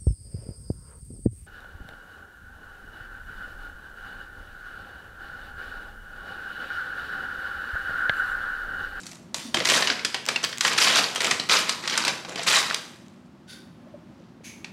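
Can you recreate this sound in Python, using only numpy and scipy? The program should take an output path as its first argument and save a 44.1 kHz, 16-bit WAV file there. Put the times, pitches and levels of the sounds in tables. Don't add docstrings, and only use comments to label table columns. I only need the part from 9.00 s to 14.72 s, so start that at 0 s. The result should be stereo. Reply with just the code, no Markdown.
import sys
import numpy as np
from scipy import signal
from scipy.fft import rfft, irfft
from scipy.io import wavfile
from scipy.ndimage import uniform_filter1d, minimum_filter1d

SR = 44100
rng = np.random.default_rng(int(sys.argv[2]) if len(sys.argv) > 2 else 0)


def materialize(psi):
    bounded = np.clip(np.atleast_2d(psi).T, -1, 1)
    quanta = np.round(bounded * 32767).astype(np.int16)
    wavfile.write(sys.argv[1], SR, quanta)


N = 252252
TIME = np.arange(N) / SR


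def amp(db):
    return 10 ** (np.asarray(db) / 20)


def unit(x):
    return x / np.sqrt(np.mean(x ** 2) + 1e-20)


def at(points, hz):
    point_hz, value = np.transpose(points)
    return np.interp(np.log(np.maximum(hz, 1)), np.log(point_hz), value)


def colour(x, points, size=2048):
    gain = amp(at(points, np.fft.rfftfreq(size, 1 / SR)))
    cepstrum = irfft(np.log(gain))
    cepstrum[1:size // 2] *= 2
    cepstrum[size // 2 + 1:] = 0
    response = irfft(np.exp(rfft(cepstrum)))
    return signal.fftconvolve(x, response)[:len(x)]


def resonate(x, hz, q):
    b, a = signal.iirpeak(min(hz, SR / 3), max(q, 1), fs=SR)
    return signal.lfilter(b, a, x)


def voiced(x, body_db, treble_db):
    bands = []
    for edges_hz in [(95, 900), (900, 6000), (6000, 15000)]:
        band_filter = signal.butter(3, edges_hz, "band", fs=SR, output="sos")
        bands.append(unit(signal.sosfilt(band_filter, x)))
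    body, middle, treble = bands
    return body * amp(body_db) + middle + treble * amp(treble_db)


def place(x, pan_db):
    return x * amp(np.array([[.5], [-.5]]) * pan_db)


def add(out, s, x):
    i = max(int(s * SR), 0)
    out[..., i:i + x.shape[-1]] += x[..., :N - i]


def walk(rate):
    k = max(int(SR / rate), 1)
    steps = np.repeat(rng.standard_normal(N // k + 1), k)[:N]
    return unit(uniform_filter1d(steps, k))


def buckles(n, rate, spread_db):
    chance = rng.random(n)
    size = np.minimum(rng.exponential(size=n), 4)
    sign = rng.choice([-1, 1], n)
    return (chance < rate / SR) * amp(spread_db * size) * sign


# pitch_hz, side_minus_mid_db
LEFT_RIGHT_WIDTH = [(100, -27), (250, -20), (500, -10), (1000, -9.5), (2000, -6.5), (4000, -5),
                    (10000, -6.5)]


def diffuse(points):
    mid = colour(rng.standard_normal(N), points)
    side = colour(rng.standard_normal(N), points)
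    return unit(mid + np.array([[1], [-1]]) * colour(side, LEFT_RIGHT_WIDTH))


# pitch_hz, relative_gain_db
VENT_COLOUR = [(15, -82), (25, -55.5), (70, -11), (108, -8.5), (185, -2.5), (301, -8), (335, -6.5),
               (476, -23), (516, -15), (796, -20.5), (1070, -21), (2280, -30.5), (2760, -31.5),
               (5000, -37.5), (16000, -56.5)]
# pitch_hz (average), level_db (rms, before its wavering)
FAN_TONES = [(188, -61), (237, -58.5)]


def ventilation(air_db=-49.5, waver_db=1, drift=0.0207, flutter_db=2):
    air = diffuse(VENT_COLOUR) * amp(air_db + waver_db * walk(3.83))
    for hz, db in FAN_TONES:
        phase = 2 * np.pi * np.cumsum(hz * (1 + drift * walk(14))) / SR
        air = air + amp(db + flutter_db * walk(8.3)) * unit(np.sin(phase))
    return air


# pitch_hz, relative_gain_db
ECHO_COLOUR = [(50, -4), (100, 7), (300, 4), (1000, 3), (4000, -1), (8000, -1.5), (15000, 0.5)]
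# pitch_hz, t60_s
ECHO_FADE = [(150, 1), (1000, 0.66), (4000, 0.6), (8000, 0.62), (15000, 0.78)]


def echoes(gap=.0055, build=0.0073, early_db=3, early_t60=0.09):
    noise = diffuse(ECHO_COLOUR)[:, :SR]
    f, t, cells = signal.stft(noise, SR, nperseg=128)
    fade = amp(-60 * t / at(ECHO_FADE, f)[:, None])
    tail = signal.istft(cells * fade, SR)[1][:, :SR]
    t = TIME[:SR]
    arrival = np.clip((t - gap) / build, 0, 1)
    early_boost = 1 + amp(early_db - 60 * t / early_t60)
    return unit(tail * arrival * early_boost) / np.sqrt(SR)


def room(x, wet_db=-6, move_rate=9, count=4):
    out = 0
    for spot in range(count):
        share = np.maximum(1 - np.abs((TIME * move_rate + spot) % count - 1), 0)
        heard_here = x * np.sqrt(share)
        out = out + signal.fftconvolve(heard_here[None], echoes(), axes=1)[:, :N]
    return amp(wet_db) * out


# start_s, level_db (rms before the rise and fade), rise_s, t60_s,
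# then squeak_1_hz, squeak_2_hz, squeak_3_hz, squeak_4_hz
FINGER_SLIDES = [(.05, -49, 0.012, 0.24, 1280, 4200, 6200, 11000),
                 (.385, -45, 0.044, 0.28, 3600, 4400, 5750, 9000),
                 (4.472, -45, 0.03, 0.39, 1480, 3660, 4520, 9930),
                 (5.434, -42.5, 0.019, 0.46, 2270, 2430, 6300, 10700)]
# pitch_hz, relative_gain_db
FRICTION_COLOUR = [(900, -32), (1500, 3.5), (2400, -1), (3100, 0), (4500, -1.5), (6500, -2.5),
                   (10000, -11.5), (15000, -19)]


def slides(squeak_db=11, step_db=1, q=22, edge=0.81):
    out = np.zeros(N)
    t = TIME[:SR // 2]
    for s, db, rise, t60, *pitches in FINGER_SLIDES:
        hiss = colour(buckles(len(t), rate=12000, spread_db=4.5), FRICTION_COLOUR)
        low_cut = signal.butter(4, edge * pitches[0], "high", fs=SR, output="sos")
        hiss = signal.sosfilt(low_cut, hiss)
        squeaks = sum(amp(squeak_db - k * step_db) * resonate(hiss, hz, q) for k, hz in enumerate(pitches))
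        swell = np.minimum(t / rise, 1)
        fade_db = -60 * np.maximum(t - 2 * rise, 0) / t60
        add(out, s, unit(hiss + squeaks) * swell * amp(db + fade_db))
    return out


# start_s, peak_db, pitch_hz (at the loudest moment), rise_s
PANEL_SWINGS = [(0.449, -32.5, 254, 0.0066), (0.48, -33, 243, 0.01), (0.565, -29, 350, .012),
                (.541, -39, 62, 0.0045), (0.606, -23, 515, 0.005), (.893, -35, 274, 0.018),
                (1.141, -38, 804, 0.011), (1.36, -14.5, 2790, 0.0034), (3.385, -31.5, 689, 0.01),
                (3.474, -50.5, 56.5, 0.009),           (3.71, -11.5, 1600, 0.00062),
                (4.867, -46.5, 607, 0.0068), (4.938, -35.5, 596, 0.008), (5.201, -43.5, 546, 0.0031),
                (5.407, -39.5, 450, 0.0015)]


def flexes(sag=0.032):
    out, t = np.zeros(N), TIME[:SR // 8]
    for s, db, hz, rise in PANEL_SWINGS:
        age = t / rise
        pitch = hz * (1 + sag * (1 - np.minimum(age, 4)))
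        phase = 2 * np.pi * np.cumsum(pitch) / SR
        swing = (age * np.exp(1 - age)) ** 2
        add(out, s, amp(db) * swing * np.sin(phase))
    return out


# start_s, peak_db
LONE_BUCKLES = [(0.6499, -11), (.747, -10), (1.2549, -18.5), (1.264, -14), (1.448, -12), (1.575, -18.5),
                (1.583, -16), (1.733, -14), (1.884, -5.5), (2.150, -17.5), (2.438, -25), (2.49, -13),
                (3.297, -30.5), (3.746, -7.5), (4.083, -38.5)]
# pitch_hz, relative_gain_db
LONE_BUCKLE_COLOUR = [(300, -29.5), (2000, 1.5), (5500, 2.5), (9000, -3), (15000, -22.5)]


def ticks(t60=0.0034, size=512):
    out = np.zeros(N)
    for s, db in LONE_BUCKLES:
        burst = rng.standard_normal(size) * amp(-60 * TIME[:size] / t60)
        x = colour(burst, LONE_BUCKLE_COLOUR)
        add(out, s, amp(db) * x / np.abs(x).max())
    return out


# pitch_hz, relative_gain_db
CREASE_COLOUR = [(59, -56.5), (100, -18), (1650, -3.5), (2170, -2), (2800, -3), (3320, -3), (4770, -3.5),
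                 (8280, -13.5), (13500, -34), (16000, -49)]
# (the three levels are shifted by gain_db, body_db and treble_db below)
CREASE_SNAPS = [(0.0338, -33.5, 3670, -17, -1.5), (0.0664, -29, 4150, -21.5, 3),
                (0.1148, -37, 4340, -14.5, 5), (0.3442, -14, 3950, -6, -1.5), (0.5445, -5, 3160, -4, -9.5),
                (0.5705, -10, 2220, -7, -23.5), (0.603, -10.5, 1900, -7, -25.5),
                (0.6541, -5.5, 2000, -22, -7.5), (0.6727, -10, 1890, -25, -10), (0.6881, -7, 2730, -10, -6),
                (0.6992, -7, 2130, -21, -3), (0.8233, -6, 1840, -7.5, -23),
                (0.8731, -6.5, 2870, -22.5, -12.5), (0.9008, -5, 1540, -16, -24),
                (0.9936, -17, 2140, -21.5, -25), (1.049, -6.5, 3300, -13.5, -5.5),
                (1.1447, -8.5, 2870, -7.5, -12), (1.2874, -6, 1700, -10.5, -7.5),
                (1.3602, -9, 2570, -10, -14), (1.4401, -6.5, 4640, -14, -9.5),
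                (1.5281, -18, 1850, -13, -13.5), (1.609, -6, 3900, -26, -3.5),
                (1.65, -4, 1820, -27.5, -18.5), (1.6792, -9, 2240, -28.5, -20.5),
                (1.7818, -6.5, 1850, -25.5, -17.5), (1.8175, -1.5, 5000, -28, -16),
                (1.8743, -8, 2400, -32.5, -17.5), (1.9574, -8.5, 3700, -22, 0),
                (1.9781, -8, 3700, -15.5, -11), (2.0407, -9, 4380, -18, -19), (2.159, -11, 3200, -10, -5.5),
                (2.2052, -9.5, 2370, -21, -10), (2.2447, -9.5, 2280, -13, -5), (2.311, -2, 1890, -10, -7),
                (2.398, -9.5, 4100, -8.5, -12.5), (2.4966, -4.5, 2400, -12.5, -18.5),
                (2.694, -6.5, 4170, -29, -4.5), (2.8766, -9.5, 4530, -23.5, -8.5),
                (2.898, -13, 5700, -30.5, -11), (2.9767, -7, 1470, -28, -2),
                (3.0502, -10, 4180, -8.5, -5.5), (3.0797, -6, 2630, -9, -7.5), (3.249, -23, 1620, 0, -22),
                (3.3581, -17, 2660, -2, -10), (3.4328, -21.5, 1570, -24, 1), (3.475, -9.5, 1360, -29, -23),
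                (3.4857, -5.5, 1150, -25, -10), (3.558, -1.5, 3910, -23, -11.5),
                (3.709, -22, 1470, -31, -16), (3.7441, -11.5, 4960, -39, -9),
                (5.645, -20.5, 2520, -12, -14)]


def snaps(gain_db=-9, body_db=-3, treble_db=0, q=11, rise=0.0007, flutter_db=-22, flutter_t60=0.33, size=7000):
    run_t60, ring_db, pan_db = .023, 3, -0.7
    out, t = np.zeros(N), np.arange(size) / SR
    fade = amp(-60 * t / run_t60) + amp(flutter_db - 60 * t / flutter_t60)
    run = (1 - np.exp(-t / rise)) * fade
    peak_scale = np.sqrt(np.mean(run ** 2)) / run.max()
    for s, db, hz, body, treble in CREASE_SNAPS:
        x = colour(buckles(size, rate=16000, spread_db=1.0) * run, CREASE_COLOUR)
        x = x + amp(ring_db) * resonate(x, hz, q)
        x = voiced(x, body + body_db, treble + treble_db) * peak_scale
        add(out, s - .001, x * amp(db + gain_db))
    return place(out, pan_db)


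# pitch_hz, relative_gain_db
PAPER_COLOUR = [(47, -64.5), (80, -33.5), (133, -12), (353, -5), (413, -4), (527, -1), (575, -6), (629, -1),
                (687, -4.5), (1560, -1), (3790, -2.5), (7530, -8), (10700, -18), (16000, -34.5)]


def crackle(rate, spread_db, patchy_db, run_t60=0.02, q=5, change_rate=130):
    creases = buckles(N, rate, spread_db)
    keep = amp(-120 / (run_t60 * SR))
    runs = np.sqrt(signal.lfilter([1], [1, -keep], creases ** 2) / rate)
    clicks = runs * buckles(N, rate=11000, spread_db=2.5)
    patches = 0
    for hz in np.geomspace(150, 14000, num=22):
        strength = amp(patchy_db * np.clip(walk(change_rate), -2, 2))
        patches = patches + resonate(clicks, hz, q) * strength
    return unit(colour(patches, PAPER_COLOUR))


def rustle(effort, settle_db=-18.5, settle_t60=1.1):
    keep = amp(-120 / (settle_t60 * SR))
    strain = np.sqrt(signal.lfilter([1 - keep], [1, -keep], effort ** 2))
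    sparse = crackle(rate=700, spread_db=3.5, patchy_db=4.5)
    return sparse * strain * amp(settle_db)


def pull(start, rise, hold, db, swell_from_db=10, t60=0.32):
    age = TIME - start
    swell_db = swell_from_db * np.clip(age / max(rise, .001) - 1, -1, 0)
    release_db = -60 * np.maximum(age - rise - hold, 0) / t60
    return (age >= 0) * amp(db + swell_db + release_db)


# start_s, rise_s, hold_s, crackle_db (middle pitches, at full pull),
# body_db and treble_db (both relative to the middle)
HAND_PULLS = [(0, .002, 0.13, -53.5, -11.5, -0.5), (0.353, .003, 0.043, -40, -12, -3),
              (0.54, .005, 0.048, -30, -4.5, -11), (0.651, 0.074, .05, -20.5, -10.5, -7),
              (0.863, 0.018, 0.0095, -27, -9.5, -21), (1.265, .014, .018, -31.5, -7.5, -13),
              (1.421, .014, .002, -33.5, -10, -6), (1.618, .01, .005, -32, -13, -6),
              (1.636, 0.014, 0.0083, -23, -11, -5.5), (1.706, .012, 0.0066, -24.5, -8, -14.5),
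              (1.771, 0.019, 0.044, -19.5, -14, -4.5), (1.848, 0.022, 0.031, -21, -10, -13),
              (1.92, 0.059, .012, -20, -12, -9.5), (2.143, .02, .012, -33.5, -6.5, -12),
              (2.2, .012, .07, -27, -7.5, -8), (2.489, 0.034, 0.03, -17.5, -15.5, -9.5),
              (2.67, .008, 0.014, -30, -7, -10.5), (2.825, .006, 0.015, -33.5, -7.5, -12.5),
              (2.89, 0.01, 0.11, -29, -12, -12), (3.028, 0.041, 0.021, -27.5, -8, -14),
              (3.28, 0.005, .015, -36, -2, -10.5), (3.371, 0.006, 0.034, -32.5, -8, -11),
              (3.465, 0.0098, 0.026, -22.5, -9, -5), (3.502, 0.031, 0.042, -18.5, -18, -8),
              (3.686, 0.011, .018, -33, -11.5, -14), (5.041, .21, .02, -66, 0, -16)]


def handling():
    power = np.array([pull(*row[:4]) ** 2 for row in HAND_PULLS]) + 1e-18
    total = power.sum(axis=0)
    body, treble = np.array(HAND_PULLS)[:, 4:].T @ power / total
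    return np.sqrt(total), body, treble


def bends(effort, body, treble, wander_db=2, pan_db=-0.5, full_rate=6300):
    sheet = crackle(rate=full_rate * np.sqrt(effort + .001), spread_db=2.5, patchy_db=4.5)
    return place(voiced(sheet, body, treble) * effort, wander_db * walk(65) + pan_db)


# pitch_hz, side_minus_mid_db (before its wavering)
BODY_SCATTER = [(200, -41), (1000, -32.5), (3000, -9.5), (7000, -5), (14000, 1)]


def ports(x, lag=.0004):
    mid = x.mean(axis=0)
    late = np.interp(TIME - lag, TIME, mid)
    return x + np.array([[1], [-1]]) * colour(late, BODY_SCATTER) * walk(55)


def scene(flex_echo_db=-8):
    effort, body, treble = handling()
    paper = snaps() + ticks() + bends(effort, body, treble) + rustle(effort) + slides()
    flex = flexes()
    to_walls = paper.mean(axis=0) + amp(flex_echo_db) * flex
    return ports(paper) + flex + room(to_walls) + ventilation()


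def limit(x, ceiling_db=-5.0, size=130):
    gain = np.minimum(amp(ceiling_db) / (np.abs(x).max(axis=0) + 1e-9), 1)
    return x * uniform_filter1d(minimum_filter1d(gain, size), size)


def record(dry, top_hz=16000):
    top_cut = signal.ellip(10, .2, 80, top_hz, fs=SR, output="sos")
    return signal.sosfilt(top_cut, limit(dry))


dry = scene()
out = record(dry)
materialize(out)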